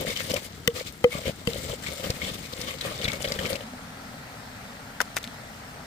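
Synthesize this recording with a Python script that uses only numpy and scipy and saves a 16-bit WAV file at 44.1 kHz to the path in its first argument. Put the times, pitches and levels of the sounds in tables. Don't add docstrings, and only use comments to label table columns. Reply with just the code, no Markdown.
import sys
import numpy as np
from scipy import signal
from scipy.fft import rfft, irfft, next_fast_len
from scipy.io import wavfile
from scipy.ndimage import uniform_filter1d, map_coordinates

SR = 44100
rng = np.random.default_rng(int(sys.argv[2]) if len(sys.argv) > 2 else 0)


def unload_wav(signal):
    wavfile.write(
        sys.argv[1],
        SR,
        np.round(np.clip(np.atleast_2d(signal).T, -1, 1) * 32767).astype(np.int16),
    )


def gain_from_decibels(decibels):
    exponent = np.asarray(decibels, float) / 20
    return 10 ** exponent


N = 258418
TIME_S = np.arange(N) / SR
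LEFT_LAG_S = -14 / 44100
HALVES = np.array([[.5], [-.5]])


def unit(x):
    return x / np.sqrt(np.mean(x ** 2) + 1e-20)


def along(points, hz):
    f, value = np.transpose(points)
    return np.interp(np.log(hz + 1), np.log(f + 1), value)


def over_time(points):
    s, value = np.transpose(points)
    return np.interp(TIME_S, s, value)


def wobble(rate_hz):
    knots = rng.standard_normal(N // 100 + 4)
    return map_coordinates(knots, [np.arange(N) * min(rate_hz, 400) / SR])


def filtered(x, response):
    m = next_fast_len(N + 8192)
    return irfft(rfft(x, m) * response(np.fft.rfftfreq(m, 1 / SR)), m)[..., :N]


def shaped(x, points):
    return filtered(x, lambda hz: gain_from_decibels(along(points, hz)))


def modes(table):
    def response(f):
        total = 0
        for k, (hz, width_hz, db) in enumerate(table):
            damping = 1j * f * width_hz
            total = total + (-1) ** k * gain_from_decibels(db) * damping / (hz * hz - f * f + damping)
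        return total
    return response


def grit(count, spread_db):
    train = np.zeros((2, N))
    uneven = np.minimum(rng.exponential(size=(2, count)), 4)
    size = rng.standard_normal((2, count)) * gain_from_decibels(spread_db * uneven)
    np.put_along_axis(train, rng.integers(N, size=(2, count)), size, axis=1)
    return unit(train)


def separately(table, count, spread_db, rate_hz, depth_db):
    total = 0
    for hz, width_hz, db in table:
        swell = gain_from_decibels(db + depth_db * wobble(rate_hz))
        b, a = signal.iirpeak(hz, hz / width_hz, SR)
        total = total + swell * signal.lfilter(b, a, grit(count, spread_db))
    return total


def lagged(pair, lag_s):
    return filtered(pair, lambda hz: np.exp(-2j * np.pi * hz * lag_s * HALVES))


def stereo(pair, alike, side, lag_s):
    def share(hz):
        turn = np.arccos(np.clip(along(alike, hz), -1, 1)) / 2
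        return np.array([np.cos(turn), np.sin(turn)])
    mid, diff = filtered(pair, share)
    ports = filtered(np.array([mid + diff, mid - diff]), lambda hz: gain_from_decibels(HALVES * along(side, hz)))
    return lagged(ports, lag_s)


def onset(t, attack_s):
    return 1 - np.exp(-t / attack_s)


def ring(t, hz, t60_s, attack_s):
    return np.sin(2 * np.pi * hz * t) * gain_from_decibels(-60 * t / t60_s) * onset(t, attack_s)


def burst(t, hz, width, t60_s):
    noise = rng.standard_normal((3, len(t)))
    force = (noise[0] + 1.02 * noise[1:]) * gain_from_decibels(-60 * t / t60_s) * onset(t, 0.000067)
    force[:, 4:9] += 1.6
    f = np.fft.rfftfreq(len(t), 1 / SR)
    sound = irfft(rfft(force) * modes([(hz, width * hz, 0)])(f), len(t))
    return sound / np.abs(sound).max()


def add(out, s, sound):
    start = round(s * SR)
    out[..., start:start + sound.shape[-1]] += sound[..., :N - start]


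# hz, likeness; hz, left_right_db
NEAR_ALIKE = [(100, 1), (600, 1), (1500, 0.051), (4000, 0.058), (12000, 0.05)]
NEAR_SIDE = [(60, 5.5), (110, 2), (200, 5), (380, 5.5), (700, 3.5), (1290, 3), (2380, 5.5), (4400, 4),
             (8120, 11), (15000, 10)]
# hz, db_per_hz
PUSH_SPECTRUM = [(12, -37), (20, -10), (80, 6), (124, 3), (151, 5.5), (293, -1.5), (380, -5), (490, -4),
                 (840, -120)]
CRUNCH_SPECTRUM = [(530, -52), (900, -53), (1190, -7.5), (1660, -14.5), (2170, 1.5), (2420, -8),
                   (3730, -2.5), (7770, -11.5), (10500, -20), (14900, -13), (16000, -14)]
# hz, width_hz, level_db
WOOD_MODES = [(1190, 120, -0.5), (1854, 350, -3.5), (2200, 110, 3), (2490, 55, -1), (3100, 260, -2),
              (3580, 200, -4), (4400, 730, -9.5)]
WET_POPS = [(3000, 240, 4.5), (3530, 1500, 3), (4800, 720, 0.5), (7500, 460, 2.5), (9900, 2400, -2.5)]
# time_s, crunch_db
PASTE = [(0, 2), (.5, 4), (1.2, -2), (1.6, 4), (1.9, 2.5), (2.3, -0.5), (2.6, -0.5), (3, -3.5), (3.5, 0.5)]
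LIFT_S = 3.575


def grinding():
    slide_db, weight_db = strokes()
    judder = wobble(27.7)

    push = shaped(grit(count=3000, spread_db=-2.0), PUSH_SPECTRUM)
    push = unit(push * gain_from_decibels(2.0 * judder + 1.3 * wobble(9.9)))
    bowl = filtered(grit(count=5000, spread_db=2.5), modes([(530, 82, 12), (666, 150, -12.5)]))
    bowl = unit(bowl * gain_from_decibels(2.2 * judder))
    scrape = separately(WOOD_MODES, count=5000, spread_db=2.8, rate_hz=18, depth_db=4.2)
    scrape = unit(scrape * gain_from_decibels(1.8 * judder))
    rasp = unit(shaped(grit(count=25000, spread_db=-0.5), CRUNCH_SPECTRUM))
    pops = unit(separately(WET_POPS, count=2500, spread_db=2, rate_hz=22, depth_db=3.5))
    crunch = unit((rasp + .85 * pops) * gain_from_decibels(1.3 * judder + 1.3 * wobble(120)))

    push_db, scrape_db, crunch_db = -2.5, -0.5, -0.5
    grip_db, settle_db = -46, -52
    crunch_drive_db = 0.42 * (slide_db + 40) - 40
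    push_level = np.hypot(gain_from_decibels(push_db + weight_db), gain_from_decibels(grip_db))
    crunch_level = np.hypot(gain_from_decibels(crunch_db + over_time(PASTE) + crunch_drive_db), gain_from_decibels(settle_db))
    pair = push_level * push + gain_from_decibels(weight_db) * bowl
    pair = pair + gain_from_decibels(slide_db + scrape_db) * scrape + crunch_level * crunch

    fade = np.clip((LIFT_S - TIME_S) / 0.0096, .22, 1) * (TIME_S < LIFT_S + .065)
    for s, *_ in KNOCKS:
        fade *= 1 - 0.14 * np.exp(-((TIME_S - s + 0.048) / 0.0084) ** 2)
    return stereo(fade * pair, NEAR_ALIKE, NEAR_SIDE, LEFT_LAG_S)


# start_s, length_s, slide_db, weight_db
STROKES = [(-.02, 0.066, -38, -34), (0.061, 0.075, -34, -39), (0.125, 0.03, -43.5, -48),
           (0.153, 0.038, -35.5, -44), (0.185, 0.043, -38, -43.5), (0.223, 0.081, -47.5, -45.5),
           (0.294, 0.036, -28.5, -27.5), (0.333, 0.057, -34.5, -33.5), (0.407, 0.064, -47, -44.5),
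           (0.749, 0.074, -37.5, -41), (0.858, 0.044, -42, -59), (1.112, 0.089, -38, -43),
           (1.197, 0.085, -45, -45), (1.25, 0.06, -35, -31), (1.472, 0.2, -49, -45),
           (1.674, 0.082, -53, -41.5), (1.786, 0.064, -67, -54), (1.826, 0.035, -42, -47),
           (1.854, 0.055, -44.5, -46), (1.907, 0.057, -45.5, -42), (1.943, 0.085, -48, -47),
           (2.029, 0.072, -39, -36.5), (2.092, 0.034, -33.5, -34), (2.137, 0.069, -43, -42),
           (2.202, 0.06, -37.5, -42.5), (2.256, 0.06, -36.5, -38.5), (2.325, 0.043, -40.5, -44),
           (2.375, 0.056, -53, -54), (2.429, 0.1, -45, -52), (2.521, 0.026, -40, -46),
           (2.558, 0.039, -47, -47.5), (2.596, 0.07, -38.5, -44.5), (2.667, 0.08, -36, -41.5),
           (2.727, 0.04, -43.5, -40.5), (2.772, 0.038, -47, -52), (2.802, 0.054, -42, -49.5),
           (2.839, 0.097, -38, -41), (2.907, 0.084, -42, -45.5), (2.983, 0.036, -39, -37.5),
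           (3.009, 0.051, -32, -34.5), (3.073, 0.047, -37.5, -39), (3.116, 0.066, -41, -39.5),
           (3.192, 0.045, -44, -45), (3.242, 0.021, -32, -32), (3.27, 0.11, -42.5, -42),
           (3.34, 0.032, -35.5, -38), (3.381, 0.07, -42, -39), (3.436, 0.052, -36, -34.5),
           (3.486, 0.17, -37.5, -34.5)]


def strokes():
    attack_s, release_s = 0.025, 0.036
    s, length, slide_db, weight_db = np.transpose(STROKES)[..., None]
    t = np.arange(0, N, 32) / SR
    rise = (t - s) / attack_s + .5
    fall = (s + length - t) / release_s + .5
    shape = np.clip(np.minimum(rise, fall), 0, 1) ** 2
    levels = []
    for db in (slide_db, weight_db):
        power = np.sum((shape * gain_from_decibels(db)) ** 2, axis=0)
        levels.append(np.interp(TIME_S, t, 10 * np.log10(power + 1e-9)))
    return levels


def bass_cut(pair):
    return filtered(pair, lambda hz: 1j * hz / (45 + 1j * hz))


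# start_s, bowl_hz, bowl_db, crack_db, thud_db
KNOCKS = [
    (0.6759, 474, -15, -6, -3.5),
    (1.0416, 489, -4.5, -21, -2.5),
    (1.4726, 473, -20, -20, -1.5),
]
# hz, level_db, t60_s
STRUCK = [
    [(1144, -23, 0.03), (1530, -14, 0.013), (2000, -1, 0.012), (2330, -9, 0.009), (3000, -3, 0.013),
     (3500, -10, 0.015), (4650, -16, 0.011)],
    [(800, -0.5, 0.0088), (1235, -11, 0.021), (2060, -10.5, 0.023), (2450, -13, 0.021), (3100, -9.5, 0.016),
     (5000, -28, 0.012)],
    [(1100, -18.5, 0.013), (2060, -22.5, 0.024), (2750, -12, 0.019), (3100, -11, 0.018),
     (4600, -13.5, 0.01), (6060, -22, 0.0065), (8000, -14, 0.0088)],
]
THUD_LAG_S = [0.0019, 0.001, 0.0016]
# hz, likeness; hz, left_right_db
KNOCK_ALIKE = [(200, 0.66), (600, 1), (2000, 0.33), (10000, 0.2)]
KNOCK_SIDE = [(60, 1), (180, -4.5), (550, 1.5), (1650, 12), (4970, 8.5), (15000, 12)]


def knocks():
    out, t = np.zeros((2, N)), np.arange(SR // 5) / SR
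    crack_response = modes([(3300, 5500, 3)])(np.fft.rfftfreq(len(t), 1 / SR))
    for (s, hz, bowl_db, crack_db, thud_db), wall_modes, lag_s in zip(KNOCKS, STRUCK, THUD_LAG_S):
        glide_hz = hz * (1 + 0.11 * np.exp(-t / 0.0095))
        hollow = gain_from_decibels(bowl_db + 6.0) * ring(t, glide_hz, 0.081, 0.0076)
        thud = gain_from_decibels(thud_db) * ring(np.maximum(t - lag_s, 0), 167, 0.014, 0.0022)
        wall = sum(gain_from_decibels(db) * ring(t, f, t60_s, 0.0018) for f, db, t60_s in wall_modes)
        crack = irfft(crack_response * rfft(rng.standard_normal((2, len(t)))), len(t))
        crack = crack * gain_from_decibels(-60 * t / 0.01) * onset(t, 0.00039)
        add(out, s, (hollow + thud + wall) * [[1], [-.05]] + gain_from_decibels(crack_db) * crack)
    return bass_cut(stereo(out, KNOCK_ALIKE, KNOCK_SIDE, 0.58 * LEFT_LAG_S))


# start_s, peak_db, bowl_hz, thud_db
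BUMPS = [(0.05, -18.5, 527, -29), (0.099, -21.5, 490, -10), (0.304, -24, 560, -12),
         (0.339, -12.5, 550, -27), (0.36, -19, 574, -21), (0.811, -21, 530, -26), (1.152, -24.5, 550, 7),
         (1.189, -26.5, 626, -7), (1.257, -19, 530, -10), (1.268, -22, 520, -6), (1.281, -28, 480, 2),
         (1.295, -22, 600, 6.5), (1.559, -19, 522, -26), (1.699, -27, 617, 6), (1.734, -23, 470, -15),
         (1.999, -28, 533, -2), (2.041, -23, 553, 2), (2.069, -27, 552, -10), (2.1003, -18.5, 483, 8.5),
         (2.28, -26.5, 544, -10), (2.535, -28, 500, -10), (2.617, -29, 520, -3), (2.861, -30, 550, -12),
         (2.921, -24, 565, -5), (3.003, -25, 530, 0), (3.041, -26, 456, 2.5), (3.076, -25.5, 600, -17),
         (3.132, -29, 590, -14), (3.245, -18, 530, -14), (3.052, -27.5, 500, 12), (3.081, -29.5, 510, 15),
         (3.275, -24, 530, 1), (3.304, -24, 535, -3), (3.318, -21, 540, 0), (3.36, -24, 450, -3),
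         (3.392, -24, 550, 6), (3.447, -24, 410, 6.5), (3.49, -38, 522, -1), (3.528, -24, 510, 5),
         (3.544, -43, 546, 1), (3.557, -22.5, 530, -18), (3.608, -26.5, 555, -15)]


def bumps():
    out, t = np.zeros((2, N)), np.arange(SR // 5) / SR
    for s, db, hz, thud_db in BUMPS:
        thud_hz = 130 * gain_from_decibels(rng.normal(0, 2.6))
        sound = ring(t, hz, 0.03, 0.0015) + gain_from_decibels(thud_db) * ring(t, thud_hz, 0.019, 0.001)
        add(out, s - .001, gain_from_decibels(db + 1.0) * sound * [[1], [0]])
    return bass_cut(stereo(out, NEAR_ALIKE, NEAR_SIDE, 0.57 * LEFT_LAG_S))


def bursts(events, gain_db, width, t60_s):
    out, t = np.zeros((2, N)), np.arange(2048) / SR
    for s, db, hz, pan_db in events:
        add(out, s, gain_from_decibels(db + gain_db) * burst(t, hz, width, t60_s) * gain_from_decibels(pan_db * HALVES))
    return lagged(out, LEFT_LAG_S)


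# start_s, peak_db, centre_hz, left_right_db
SEEDS = [(0.174, -16, 5040, 10), (0.3164, -32, 3930, 11), (0.3166, -14, 4840, 4), (0.341, -17, 5400, 7),
         (0.309, -26, 3300, 6), (0.365, -17, 3300, 10), (0.798, -17, 3970, 1), (1.5337, -17.5, 3650, 8),
         (1.553, -24, 4200, 7), (1.565, -23, 3500, 7), (1.855, -23, 3500, 9), (2.1033, -8.5, 4600, 3),
         (2.337, -31, 6500, 10), (2.5355, -23, 3920, 7), (2.615, -17, 5170, 9), (2.621, -21, 4000, 6),
         (2.8112, -16, 3750, 11), (3.015, -20, 3900, 10), (3.084, -16, 3760, 12), (3.1185, -20.5, 3880, 18),
         (3.1572, -25, 4350, 10), (3.223, -19.5, 7200, 14), (3.252, -17, 3780, 10), (3.286, -20, 4980, 10),
         (3.321, -9, 4580, 4), (3.34, -27, 4790, 17), (3.391, -23, 4230, 1), (3.4336, -24, 4360, 15),
         (3.462, -22, 4320, 19), (3.531, -24, 4740, 23), (3.557, -20, 4820, 9)]


def seeds():
    return bursts(SEEDS, gain_db=-4.0, width=0.21, t60_s=0.016)


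# start_s, peak_db, centre_hz
TICKS = [(0.011, -19, 12500), (0.2615, -33, 7000), (0.3415, -14, 11000), (0.6025, -40, 12500),
         (0.7472, -37, 8900), (0.8659, -41, 7000), (0.9243, -30, 9500), (1.281, -24, 7500),
         (1.3598, -35, 8000), (1.4525, -35, 8000), (1.47, -33, 14500), (1.5125, -37, 7000),
         (1.5328, -25, 8200), (1.546, -27, 9000), (1.5843, -27, 7200), (1.6057, -30, 8000),
         (1.9235, -29, 7000), (2.038, -28, 13500), (2.059, -30, 13500), (2.107, -26, 12000),
         (2.1755, -34, 12000), (2.346, -30, 11000), (2.394, -36, 7500), (2.409, -31, 7500),
         (2.5681, -32, 7000), (2.6185, -33, 8000), (2.978, -27, 5000), (3.1332, -21, 7000),
         (3.229, -21, 5000), (3.3752, -36, 8000), (3.41, -31, 5500)]


def husks():
    return bursts([(*tick, 7.8) for tick in TICKS], gain_db=-0.5, width=0.36, t60_s=0.0081)


# start_s, peak_db, ring_hz
TAPS = [(0.1012, -27, 2120), (0.166, -34, 2900), (0.3066, -24, 3070), (0.3373, -27, 3000),
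        (0.363, -22, 2300), (1.499, -33, 2120), (1.7007, -34, 1220), (1.717, -33, 3200),
        (0.702, -38.5, 3100), (1.462, -40, 3100), (1.864, -26, 2200), (1.886, -27.5, 2200),
        (2.04, -27, 3020), (2.2178, -25, 2150), (2.246, -29, 3370), (2.283, -32.5, 3500),
        (2.6855, -31, 1174), (2.7106, -35, 1180), (2.707, -28.5, 2270), (2.9071, -42, 1170),
        (3.0507, -35, 1310), (3.101, -25, 2260), (3.133, -35, 1290), (3.2452, -24.5, 2150),
        (3.2508, -28, 3000), (3.3885, -24, 1820), (3.416, -43, 1160), (3.463, -30, 2200),
        (3.502, -29, 2150), (2.8113, -25.5, 3820), (3.019, -26.5, 3100), (3.0433, -19.5, 3760),
        (3.0533, -22.5, 2180), (3.052, -22.5, 3500), (3.0804, -19.5, 2200), (3.1323, -29, 2180),
        (3.2435, -22, 3100), (3.275, -27.5, 3530), (3.3194, -28, 2130), (3.3897, -27, 3120),
        (3.454, -21, 2190), (3.53, -29, 2060), (3.5547, -28, 2630), (3.6077, -33, 3100)]


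def grit_taps():
    return bursts([(*tap, 6.4) for tap in TAPS], gain_db=1.5, width=0.075, t60_s=0.041)


# start_s, body_db, body_hz, spray_db, t60_s
ORANGE = [(5.0036, -7, 1510, -23, 0.029), (5.0042, -16.5, 830, -36, 0.019), (5.005, -22, 480, -38, 0.026),
          (5.015, -22, 525, -40, 0.025), (5.009, -28, 2000, -37, 0.0077), (5.0082, -7.5, 1100, -33, 0.0052),
          (5.0134, -14.5, 800, -10.5, 0.02), (5.014, -9.5, 1710, -26, 0.015),
          (5.014, -19, 3640, -30, 0.015), (5.0175, -29, 1300, -31, 0.022), (5.144, -33, 1380, -30, 0.008),
          (5.161, -34, 1500, -24, 0.027), (5.1667, -2.5, 1420, -5, 0.01), (5.1671, -15, 685, -30, 0.024),
          (5.1687, -13, 1520, -26, 0.01), (5.1715, -14, 1780, -29, 0.016), (5.1745, -12, 2200, -28, 0.018),
          (5.179, -25, 1990, -17, 0.011), (5.185, -21, 2200, -19, 0.0084), (5.229, -30, 3800, -24, 0.017),
          (5.2405, -22, 3500, -42, 0.013), (5.242, -22, 4280, -42, 0.012), (5.248, -26, 4300, -40, 0.008),
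          (5.267, -29, 2200, -50, 0.013), (5.056, -34, 4300, -42, 0.01), (5.028, -33, 1500, -39, 0.0081),
          (5.241, -22, 1950, -45, 0.015), (5.249, -27, 1750, -34, 0.017),
          (5.2755, -18.5, 3600, -32, 0.0038), (5.1666, -40, 425, -40, 0.01)]
# hz, level_db
SPRAY = [(1500, -16), (3000, -11), (6000, -1), (9000, -4), (12000, -7), (16000, -10)]


def orange():
    body, spray, t = np.zeros((2, N)), np.zeros((2, N)), np.arange(2048) / SR
    for s, body_db, hz, spray_db, t60_s in ORANGE:
        thump = 0.49 * burst(t, hz, 0.44, t60_s * 1.4) - 1.16 * ring(t, hz, t60_s * 0.4, 0.00058)
        add(body, s, gain_from_decibels(body_db) * thump)
        hiss = rng.standard_normal((2, len(t))) * gain_from_decibels(-60 * t / t60_s) * onset(t, 0.00097)
        add(spray, s, gain_from_decibels(spray_db) * hiss)
    return (body + shaped(spray, SPRAY)) * gain_from_decibels(5.6 * HALVES)


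# time_s, level_db
BROOK_SPECTRUM = [(12, -46), (20, -12.5), (91, -4.5), (113, -0.5), (146, -3.5), (262, -2), (357, -21.5),
                  (388, -14), (759, -9), (1120, -14), (1570, -11.5), (2670, -18.5), (4180, -20),
                  (14300, -30.5), (16000, -34)]
BROOK_DB = [(0.0, -57), (0.83, -59.5), (2.25, -55), (2.64, -58.5), (3.15, -52.5), (5.48, -53),
            (5.86, -53.5)]
# hz, width_hz, level_db
BURBLE = [(635, 290, -4), (1300, 140, -1.5), (1930, 200, -6.5)]
# hz, likeness; hz, left_right_db
BROOK_ALIKE = [(60, 1), (130, 1), (290, 0.88), (640, 0.87), (1410, -0.35), (3100, 0.46), (6820, 0.051),
               (15000, -0.38)]
BROOK_SIDE = [(60, -1.5), (110, 2), (200, 0), (380, 2.5), (700, 2), (1290, 4.0), (2380, 4), (4400, -6),
              (8120, 6.5), (15000, 3)]
# start_s, level_db, pitch_hz, t60_s
GULPS = [
    (5.262, -31, 250, 0.15),
    (3.63, -32.5, 220, 0.26),
    (3.72, -27.5, 250, 0.14),
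    (4.2, -30, 131, 0.068),
]


def brook():
    hz, _, z = signal.stft(rng.standard_normal((2, N)), SR, nperseg=512)
    patches = uniform_filter1d(rng.standard_normal(z.shape[1:]), size=5, axis=0)
    patches = unit(uniform_filter1d(patches, size=10, axis=1))
    depth_db = 1.3 * np.clip(hz / 600, 0, 1)[:, None]
    rush = signal.istft(z * gain_from_decibels(depth_db * patches), nperseg=512)[1][:, :N]
    rush = unit(shaped(rush, BROOK_SPECTRUM))
    burble = unit(separately(BURBLE, count=900, spread_db=0.7, rate_hz=4.34, depth_db=-0.5))
    water = unit(stereo(rush + 0.43 * burble, BROOK_ALIKE, BROOK_SIDE, -0.00022))
    out = gain_from_decibels(over_time(BROOK_DB) + 11.0 + 0.17 * wobble(8.2)) * water
    t = np.arange(SR // 4) / SR
    for s, db, pitch_hz, t60_s in GULPS:
        add(out, s, gain_from_decibels(db) * ring(t, pitch_hz, t60_s, 0.013))
    return out


def scene():
    mortar = grinding() + knocks() + bumps() + seeds() + husks() + grit_taps()
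    return mortar + orange() + brook()


def low_pass(x):
    return signal.sosfilt(signal.butter(12, 16840, fs=SR, output="sos"), x)


# hz, gain_db
PORTS = [(9000, 0.5), (10300, -2.5), (10750, -9), (11200, 0), (12600, -1.5), (14500, 2.5), (15400, 1.5)]


def record(dry):
    ceiling, top_hz = .72, 15520
    x = shaped(dry, PORTS)
    x = x / (1 + np.abs(x / ceiling) ** 6) ** (1 / 6)
    mix = filtered(x, lambda hz: hz < top_hz)
    return low_pass(mix)


dry = scene()
out = record(dry)
unload_wav(out)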